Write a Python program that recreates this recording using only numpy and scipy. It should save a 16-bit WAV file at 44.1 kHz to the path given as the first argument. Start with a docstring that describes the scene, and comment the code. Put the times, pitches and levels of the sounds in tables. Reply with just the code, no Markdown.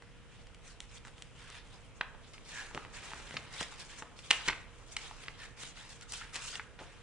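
"""A quiet room with a wooden table: a hand leafs through a glossy book, close to a small stereo microphone.
Sliding paper is flickering coloured noise with tiny clicks and hollow rings from air between the sheets.
Buckling sheets snap: a pulse and a short scrape excite resonances. Short puffs of band-limited noise
come from landing sheets or sound along with a snap. The room answers with a few reflections and a short tail.
Underneath lies faint ventilation: filtered noise with a hum of wavering sines."""
import sys
import numpy as np
from scipy import signal
from scipy.io import wavfile
from scipy.ndimage import map_coordinates

SR = 44100
rng = np.random.default_rng(int(sys.argv[2]) if len(sys.argv) > 2 else 0)


def inscribe(sig):
    """Save sig as 16-bit PCM at rate SR to the path in sys.argv[1].

    A 1-D sig is mono; a 2-D sig holds one channel per row.
    Samples are clipped to [-1, 1] before scaling.
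    """
    pcm = np.round(np.clip(np.atleast_2d(sig).T, -1, 1) * 32767)
    wavfile.write(sys.argv[1], SR, pcm.astype(np.int16))


N = 309582
TIME = np.arange(N) / SR
DRIFT_STEP = 40  # samples between the values of a slow curve


def from_db(db):
    """Decibels to gain."""
    return 10 ** (np.asarray(db) / 20)


def rms_one(x):
    """Scale to rms 1."""
    return x / np.sqrt(np.mean(x ** 2) + 1e-20)


def in_time(rows):
    """Read a curve of (seconds, value) at every sample."""
    return np.interp(TIME, *np.transpose(rows))


def at_hz(points, hz):
    """Read a spectrum on a log-frequency axis."""
    f, value = np.transpose(points)
    return np.interp(np.log(hz), np.log(f), value)


def delayed(x, s):
    """The same sound s seconds later; s may change with time."""
    return map_coordinates(x, [(TIME - s) * SR], order=3)


def drift(rate_hz):
    """Slow random wandering with rms 1: white noise through two equal low-pass poles."""
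    r = np.exp(-2 * np.pi * DRIFT_STEP * rate_hz / SR)
    white = rng.standard_normal(N // DRIFT_STEP + 2002)
    slow = signal.lfilter([1], [1, -2 * r, r * r], white)[2000:]  # drop the filter's start
    return np.interp(np.arange(N) / DRIFT_STEP, np.arange(len(slow)), rms_one(slow))


def band(x, low_hz, high_hz, order=2):
    """Butterworth band-pass."""
    edges_hz = [low_hz, min(high_hz, .45 * SR)]
    return signal.sosfilt(signal.butter(order, edges_hz, "band", fs=SR, output="sos"), x)


def resonator(hz, width_hz):
    """Coefficients of a two-pole resonance with gain about 1 at its peak."""
    r = np.exp(-np.pi * width_hz / SR)
    return (1 - r * r) / 2 * np.array([1, 0, -1]), [1, -2 * r * np.cos(2 * np.pi * hz / SR), r * r]


# How alike left and right hear sound from all around. Each row: frequency in Hz, correlation from 0 to 1.
LEFT_RIGHT_LIKENESS = [(30, 0.2), (130, 0), (260, 0), (500, 0.9), (1200, 0.83), (2400, 0.64), (5000, 0),
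                       (10000, 0)]


def noise_bands(size, table):
    """Half-octave bands of stereo noise over a table's range, most alike in the middle: (Hz, noise)."""
    edges_hz = 22 * 2 ** np.arange(0, 9.1, .5)
    white = rng.standard_normal((2, 2, size))
    for k, (low, high) in enumerate(zip(edges_hz, edges_hz[1:])):
        if high < table[0][0] or low > table[-1][0]:
            continue
        mid, side = band(white[k % 2], low, high)  # neighbouring bands use different noise
        hz = np.sqrt(low * high)
        alike = np.clip(at_hz(LEFT_RIGHT_LIKENESS, hz), 0, 1)
        yield hz, np.sqrt(1 + alike) * mid + np.sqrt(1 - alike) * np.array([side, -side])


def coloured(spectrum, patchy_db):
    """Stereo noise with a given colour whose bands flicker separately; rms 1."""
    total = 0
    for hz, noise in noise_bands(N, spectrum):
        total = total + noise * from_db(at_hz(spectrum, hz) + patchy_db * drift(14.7))
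    return rms_one(total)


def sliding(grip_db=1.24):
    """Paper slides with an uneven grip that shakes all parts of the friction together."""
    rub_gain, hiss_gain = stroke_levels()
    grip = from_db(grip_db * drift(47))
    friction = off_facing_page(rub_gain * rubbing_face() + hiss_gain * hissing_edge())
    return grip * (friction + rub_gain * air_pockets() + bending_swish(rub_gain))


# The hand pushes a sheet along, which then runs out. Each row: start in seconds, push in seconds,
# run-out in seconds to -20 dB, rub of the face in dB, hiss of the edge in dB (both before crinkles and grip).
STROKES = [(0.286, 0.057, 0.3, -67, -70), (0.608, 0.1, 0.07, -63, -60), (0.797, 0.041, 0.05, -61.0, -60.0),
           (0.879, 0.105, 0, -59.5, -59), (1.041, 0.038, 0.07, -65.5, -61),
           (1.156, 0.018, 0.43, -71.5, -66), (1.332, 0.159, 0.08, -57.5, -59.5),
           (1.479, 0.09, 0.11, -55.0, -60.5), (1.62, 0.102, 0.44, -70, -65),
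           (2.189, 0.129, 0.3, -73.5, -64), (2.33, 0.013, 0.03, -57.5, -55.5),
           (2.425, 0.092, 0.07, -60.0, -54.5), (2.489, 0.12, 0.13, -48.5, -51),
           (2.724, 0.046, 0.38, -58, -62), (2.921, 0.059, 0.08, -50.5, -53.0),
           (2.983, 0.099, 0.36, -51.5, -53), (3.141, 0.035, 0.17, -57, -62.0),
           (3.241, 0.084, 0.47, -53.5, -57.5), (3.503, 0.069, 0.1, -49.0, -48),
           (3.584, 0.029, 0.09, -45.0, -44.5), (3.675, 0.089, 0.13, -59.5, -57),
           (3.769, 0.044, 0.11, -55, -52.0), (3.872, 0.042, 0.27, -57, -57.0),
           (3.952, 0.05, 0.02, -58, -59), (4.153, 0.052, 0.13, -66.5, -56.5),
           (4.21, 0.054, 0.1, -62.5, -56.5), (4.298, 0.014, 0.29, -45, -46.0),
           (4.444, 0.027, 0.04, -48.0, -45), (4.728, 0.014, 0.17, -64.0, -67.0),
           (4.807, 0.11, 0.2, -72.5, -61.0), (4.905, 0.023, 0.04, -58.5, -52.5),
           (4.938, 0.11, 0.23, -54.5, -54.5), (5.164, 0.064, 0.24, -55.5, -57.5),
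           (5.36, 0.095, 0.06, -55.5, -54.5), (5.558, 0.077, 0.15, -53.5, -50.5),
           (5.746, 0.056, 0.28, -55.5, -55.5), (5.883, 0.027, 0.06, -58.5, -51.0),
           (6.016, 0.011, 0.02, -56, -53.5), (6.073, 0.102, 0.08, -54.0, -47),
           (6.185, 0.032, 0.2, -53.0, -58.5), (6.326, 0.035, 0.09, -46.5, -47.5),
           (6.38, 0.103, 0.09, -52.5, -44.0), (6.521, 0.016, 0.11, -47.5, -52.0),
           (6.789, 0.019, 0.5, -58.5, -65)]
SPEED_UP_SHARE = 0.87  # part of a push spent gathering speed
# Between strokes the fingers keep shifting on the paper.
FIDGET_RUB_DB, FIDGET_HISS_DB, FIDGET_SWING_DB, FIDGET_RATE_HZ = -74, -78.5, 1.5, 4


def stroke_levels():
    """Each stroke gathers speed and runs out; powers add to the fidgeting: gains of rub and hiss."""
    t = TIME[::40]
    s, push_s, run_out_s, rub_db, hiss_db = np.transpose(STROKES)[:, :, None]
    attack = np.sin(np.pi / 2 * np.clip((t - s) / (SPEED_UP_SHARE * push_s), 0, 1))
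    release = from_db(-20 * np.clip((t - s - push_s) / run_out_s, 0, 10))
    motion = attack * release
    rub = np.interp(TIME, t, np.linalg.norm(from_db(rub_db) * motion, axis=0))
    hiss = np.interp(TIME, t, np.linalg.norm(from_db(hiss_db) * motion, axis=0))
    fidget = from_db(FIDGET_SWING_DB * drift(FIDGET_RATE_HZ))
    return np.hypot(rub, from_db(FIDGET_RUB_DB) * fidget), np.hypot(hiss, from_db(FIDGET_HISS_DB) * fidget)


# Colour of the rubbing face. Each row: frequency in Hz, relative density in dB per Hz.
RUB_COLOUR = [(500, -17), (900, -2), (1400, -3.5), (2000, 2.5), (2900, -3.5), (4200, -6.5), (6000, -19.5),
              (10000, -16.5)]


def rubbing_face(crinkle_db=-6.5):
    """The face of the sheet rubs as mid-range noise with small crinkles."""
    crinkle = crinkles(per_s=260, low_hz=1200, high_hz=3830)
    return coloured(RUB_COLOUR, patchy_db=1.1) + from_db(crinkle_db) * crinkle


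# Colour of the hissing edge. Each row: frequency in Hz, relative density in dB per Hz.
HISS_COLOUR = [(1500, -30), (3000, 9.5), (4500, 3.5), (6000, 10), (8000, -3.5), (9500, -4.5), (11000, -13)]


def hissing_edge():
    """The edge of the sheet hisses as brighter, patchier noise with denser crinkles."""
    return coloured(HISS_COLOUR, patchy_db=4.5) + 0.48 * crinkles(per_s=450, low_hz=4200, high_hz=9500)


def crinkles(per_s, low_hz, high_hz):
    """Fibres catch and let go: tiny clicks of uneven size; rms 1."""
    size_db = 4 * np.minimum(rng.exponential(1, N), 2.5)
    sizes = from_db(size_db) * rng.choice([-1, 1], N)
    clicks = sizes * (rng.random(N) < per_s / SR) + 1e-18
    return rms_one(band(clicks, low_hz, high_hz))


def off_facing_page(x):
    """The facing page mirrors the friction; as the sheet moves, the comb of this echo wanders."""
    lag_s = .0009 * from_db(3.5 * drift(2.5))
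    return x + .33 * np.array([delayed(side, lag_s) for side in x])


# A wedge of air between two sheets rings as it closes. Each row: loudest moment in seconds,
# half length in seconds, pitch at that moment in Hz, level in dB relative to the rub.
AIR_POCKETS = [(1.52, .1, 2000, -8), (2.578, .08, 1714, 1.5), (2.76, 0.15, 1300, 1), (3.58, 0.09, 1960, -7),
               (5.436, 0.065, 1780, 0), (6.03, .04, 1410, 0.5), (6.203, .15, 1430, -5.5)]
POCKET_SAG_OCTAVES_PER_S = 0.46


def air_pockets():
    """The nearest air wedge swells and fades while its note sinks; level relative to the rub."""
    rows = np.array(AIR_POCKETS)
    nearest = np.abs(TIME - rows[:, :1]).argmin(axis=0)
    s, half_s, hz, db = rows[nearest].T
    gap_hz = hz * 2 ** (-POCKET_SAG_OCTAVES_PER_S * (TIME - s))
    gain = from_db(db) * np.exp(-((TIME - s) / half_s) ** 2)
    return gain * air_gap(gap_hz, width_hz=126)


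def air_gap(hz, width_hz):
    """Friction noise rings in the wedge of air, a resonance whose pitch moves; rms 1."""
    out, state = rng.standard_normal(N), np.zeros(2)
    for i in range(0, N, 256):
        b, a = resonator(hz[i], width_hz)
        out[i:i + 256], state = signal.lfilter(b, a, out[i:i + 256], zi=state)
    return rms_one(band(out, 800, 2600))


# Colour of the swish. Each row: frequency in Hz, relative density in dB per Hz.
SWISH_COLOUR = [(40, -6), (120, 1), (250, 1.5), (450, 3), (800, -1), (1100, 7), (1700, -34), (3000, -17)]
# The bending sheet, loudest while the bundle is held upright. Each row: time in seconds, level in dB before grip.
BEND_LEVEL = [(0, -69), (2.1, -65), (2.7, -62.5), (3.25, -57.5), (3.7, -62.5), (4.7, -65.5), (5.1, -60.5),
              (5.7, -67.5), (7.0, -64.5)]
SWISH_RE_RUB_DB = -14.5


def bending_swish(rub_gain):
    """The whole sheet swishes as it bends, and also follows the rub."""
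    gain = np.hypot(from_db(in_time(BEND_LEVEL)), from_db(SWISH_RE_RUB_DB) * rub_gain)
    return gain * coloured(SWISH_COLOUR, patchy_db=1.5)


# A sheet buckles or lands. Each row: start in seconds, level of the ring in dB over 5 ms, ring in Hz,
# crack in dB relative to the ring, thud in dB relative to the ring, scrape share from 0 to 1.
SNAPS = [(0.022, -53.5, 1500, -9.5, -6, 0.5), (0.4684, -58, 2070, -4.5, -11, .9),
         (0.546, -56, 2490, -3, -18, 0.6), (0.8036, -41, 3540, -2.5, -13.5, 0.04),
         (1.181, -54.5, 2580, -7, -13, .3), (1.0503, -51, 1680, -9, -13, 0),
         (1.0715, -52, 1550, -10, -5, .1), (1.081, -52.5, 1510, -6, -12, 0.2),
         (1.2221, -44.5, 3220, -2.5, -13, 0), (1.5011, -54, 1650, 2.5, -2, .3),
         (2.0095, -28.5, 1590, -24, -16, 1), (2.0112, -32, 2120, -21, -24, 0),
         (2.148, -53.5, 1100, -20, -2, 0.3), (2.3799, -50.5, 2240, -16, -24, .4),
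         (2.7118, -50.5, 1010, -9, -7, .2), (2.7478, -40.5, 2550, -6.5, -1.5, 0),
         (2.7759, -35, 1140, -31, -11, .12), (2.8493, -46, 1380, -25, -9, 0.2),
         (3.117, -45, 1200, -16, -13, .3), (3.1344, -40, 1160, -26, -10, .04),
         (3.309, -45, 1900, -12, -3, 0.05), (3.342, -48.5, 1600, -7, 3, .15),
         (3.3675, -33, 2130, -24, -25, 1), (3.3695, -35.5, 2300, -23, -36, 1),
         (3.6113, -37.5, 1100, -3, -1.5, 0), (3.629, -40, 2690, -2.5, -19, .2),
         (3.7235, -49.5, 950, -16, -15, 0.03), (4.0228, -40, 1180, -33, -6, .3),
         (4.1894, -48, 2680, -15, -13, 1), (4.3068, -20.5, 2920, -8.5, -18.5, 0.3),
         (4.31064, -15.8, 2720, -8, -32, .05), (4.478, -33.5, 2280, -6, -9, .6),
         (4.4837, -28, 2110, -3, -11.5, 0.36), (4.4863, -24, 1870, -25, -18.5, 0.98),
         (4.491, -34, 1790, -26, -11.5, 0.6), (4.497, -31.5, 1700, -33, -18, 0.96),
         (4.9655, -33.5, 2980, -3.5, -44, .74), (4.9672, -33, 2900, -5.5, -27, .5),
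         (5.111, -45.5, 1100, -14, -29, 0.35), (5.2824, -37, 1830, -19, -14, 0.36),
         (5.6342, -47, 1790, 0, -4, 0.5), (6.0105, -51.5, 2940, 1.5, -30, .7),
         (6.1211, -44, 3470, 6.5, -27, 0.92), (6.136, -41, 2530, 0, -24, 0.7),
         (6.2119, -48.5, 1700, -10, -28, .1), (6.344, -45.5, 3300, -1, -14, .7),
         (6.356, -39.5, 2620, .5, -34, 1), (6.363, -40.5, 3130, 2, -9, .05),
         (6.5544, -36.5, 3200, -7, -30, .7), (6.5962, -40.5, 1600, -30, -14, 0.13)]


def snaps(scrape_s=0.0016, width_hz=750, broad_db=-11, crack_hz=4200, thud_low_hz=130, thud_high_hz=700):
    """The paper pops in one pulse and its edge scrapes briefly: a ring, a bright crack, a thud of air."""
    out, t = np.zeros(N + SR), TIME[:SR // 25]
    pop = 1. * (t == 0)
    for s, db, hz, crack_db, thud_db, share in SNAPS:
        share = np.clip(share, 0, 1)
        scrape = rms_one(rng.standard_normal(len(t)) * np.sqrt(t) * np.exp(-t / scrape_s))
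        push = sheet(np.sqrt(1 - share) * rms_one(pop) + np.sqrt(share) * scrape)
        ring = signal.lfilter(*resonator(hz, width_hz), push)
        ring = ring + from_db(broad_db) * band(push, hz / 2, 2 * hz)
        crack = band(push + .5 * scrape, crack_hz, 8340)
        thud = band(pop, thud_low_hz, thud_high_hz)
        snap = rms_one(band(ring, 440, 4200))
        snap = snap + from_db(crack_db) * rms_one(crack) + from_db(thud_db) * rms_one(thud)
        at = round(s * SR)
        # rms over the whole 40 ms becomes level over 5 ms; the pulse points downward
        out[at:at + len(t)] -= from_db(db) * np.sqrt(.005 / t[-1]) * snap
    return out[:N]


# Modes of a stiff sheet. Each row: frequency in Hz, width in Hz, level in dB relative to the direct push.
SHEET_MODES = [(700, 19, -22), (850, 130, 6), (1260, 120, -10), (1980, 190, -6.5), (2300, 56, -37),
               (2830, 124, -8), (3170, 140, -10.5), (3500, 160, -10), (4170, 330, -9), (5600, 430, -2)]


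def sheet(x):
    """A push on the paper is heard directly and through the modes of the sheet."""
    modes = sum(from_db(db) * signal.lfilter(*resonator(hz, width), x) for hz, width, db in SHEET_MODES)
    return bending_waves(x + modes)


def bending_waves(x, hz=3000, width_hz=2600):
    """Bending waves travel at a speed that depends on pitch; three all-passes smear a pop into a chirp."""
    _, a = resonator(hz, width_hz)
    return signal.sosfilt([[*a[::-1], *a]] * 3, x)


# Short puffs of noise, some from a landing sheet, some sounding along with a snap.
# Each row: start in seconds, level in dB before decay and flutter, lowest frequency in Hz,
# highest frequency in Hz, decay to -60 dB in seconds.
PUFFS = [(1.05, -53.5, 1400, 1950, .15), (1.735, -53.5, 400, 1200, .16), (2.010, -43.5, 600, 1150, .12),
         (2.748, -43, 55, 503, 0.21), (3.31, -50, 66, 219, 0.24), (3.342, -46.5, 65, 250, .25),
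         (3.611, -41.5, 70, 800, .08), (4.022, -50.5, 350, 1290, .2), (4.311, -36, 500, 2450, .16),
         (4.477, -45, 45, 98, .18), (4.484, -38.5, 420, 3300, 0.31), (4.525, -32.5, 1300, 2580, 0.039),
         (6.212, -45.5, 1240, 1880, 0.078), (6.596, -39.5, 1310, 2080, 0.058), (6.789, -49, 350, 2590, .16),
         (6.807, -44.5, 160, 880, .22)]


def puffs(rise_s=0.00061, flutter_db=3):
    """Each puff is band-limited noise that starts at once and flutters as it dies away."""
    out, t = np.zeros(N + SR), TIME[:SR // 3]
    for s, db, low_hz, high_hz, t60 in PUFFS:
        noise = rng.standard_normal(2 * len(t))
        puff = rms_one(band(noise, low_hz, high_hz))[len(t):]  # second half: the filter has settled
        at = round(s * SR)
        out[at:at + len(t)] += from_db(db - 60 * t / t60) * (1 - np.exp(-t / rise_s)) * puff
    return out[:N] * rms_one(from_db(flutter_db * drift(150)))


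# Decay of the room. Each row: frequency in Hz, decay to -60 dB in seconds.
ROOM_T60 = [(100, 0.8), (500, 0.6), (2000, 0.47), (4000, 0.31), (9000, 0.34)]
# First reflections. Each row: delay in seconds, level in dB relative to the direct sound.
REFLECTIONS = [(.0043, -29), (.0071, -23), (0.0206, -20), (0.033, -36)]


def room(x, tail_db, build_s=0.005, dull_hz=7000):
    """A few reflections from table and walls, then a diffuse tail that dies sooner in the treble."""
    t = TIME[:SR // 2]
    tail = 0
    for hz, noise in noise_bands(len(t), ROOM_T60):
        tail = tail + noise * from_db(-60 * t / at_hz(ROOM_T60, hz)) / np.hypot(1, hz / dull_hz)
    tail = rms_one(tail * (1 - np.exp(-t / build_s)))
    response = from_db(tail_db) * tail / np.sqrt(len(t))  # tail energy set relative to the direct sound
    for s, db in REFLECTIONS:
        response[:, round(s * SR)] += from_db(db)
    return signal.fftconvolve(x.mean(axis=0)[None], response, axes=1)[:, :N]


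# Colour of the ventilation. Each row: frequency in Hz, relative density in dB per Hz.
AIR_COLOUR = [(20, 5), (40, 2.5), (70, -2), (130, -4.5), (220, -10.5), (340, -18.5), (500, -20), (700, -28),
              (1500, -21.5), (2200, -23), (3100, -22.5), (4500, -19.5)]
# Hum of the ventilation. Each row: frequency in Hz, rms level in dB.
HUM = [(120, -69), (151, -77.5), (473, -71.5), (531, -77.5), (591, -86)]
AIR_DB, AIR_EDGE_HZ = -54.5, 3300  # level before the edge filter and the panning; upper edge
AIR_TOP_DB, RUMBLE_PAN_DB = -71, 2  # faint hiss; rumble up on the right, down on the left


def ventilation(waver=0.42, rumble_hz=220):
    """Air noise with a steep upper edge, its rumble stronger on the right; faint hiss; a wavering hum."""
    air = from_db(AIR_DB) * coloured(AIR_COLOUR, patchy_db=1.4)
    air = signal.sosfilt(signal.butter(12, AIR_EDGE_HZ, fs=SR, output="sos"), air)
    rumble = signal.sosfiltfilt(signal.butter(2, rumble_hz, fs=SR, output="sos"), air)
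    air = air + rumble * (from_db([[-RUMBLE_PAN_DB], [RUMBLE_PAN_DB]]) - 1)
    hiss = from_db(AIR_TOP_DB) * rms_one(band(rng.standard_normal((2, N)), 2500, 9000, order=1))
    hum = 0
    for hz, db in HUM:
        phase = 2 * np.pi * hz * TIME + waver * drift(3)  # waver in radians
        hum = hum + from_db(db) * np.sqrt(2) * np.sin(phase)
    return air + hiss + hum


# Where the hand works, heard as a later arrival at the microphone's left port.
# Each row: time in seconds, lag in seconds.
LEFT_PORT_LAG = [(1.7, 4e-6), (2.0, 4.7e-5), (2.6, 5e-5), (3.0, 3e-5), (3.9, 2.2e-5), (4.3, 4.2e-5),
                 (5.0, 5e-5), (6.3, 2.9e-5)]


def scene():
    """The hand works a little to the right, so its sound reaches the left port later."""
    friction = sliding()
    pops = np.array([snaps() + puffs()] * 2)
    left, right = pops + friction
    direct = np.array([delayed(left, in_time(LEFT_PORT_LAG)), right])
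    return direct + room(pops, tail_db=-16.0) + room(friction, tail_db=-12.5) + ventilation()


CUTOFF_HZ = 10200


def record(dry):
    """The highest peaks are rounded and the top is cut steeply."""
    rounded = .7 * np.tanh(dry / .7)
    return signal.sosfilt(signal.ellip(10, .3, 70, CUTOFF_HZ, fs=SR, output="sos"), rounded)


dry = scene()
out = record(dry)
inscribe(out)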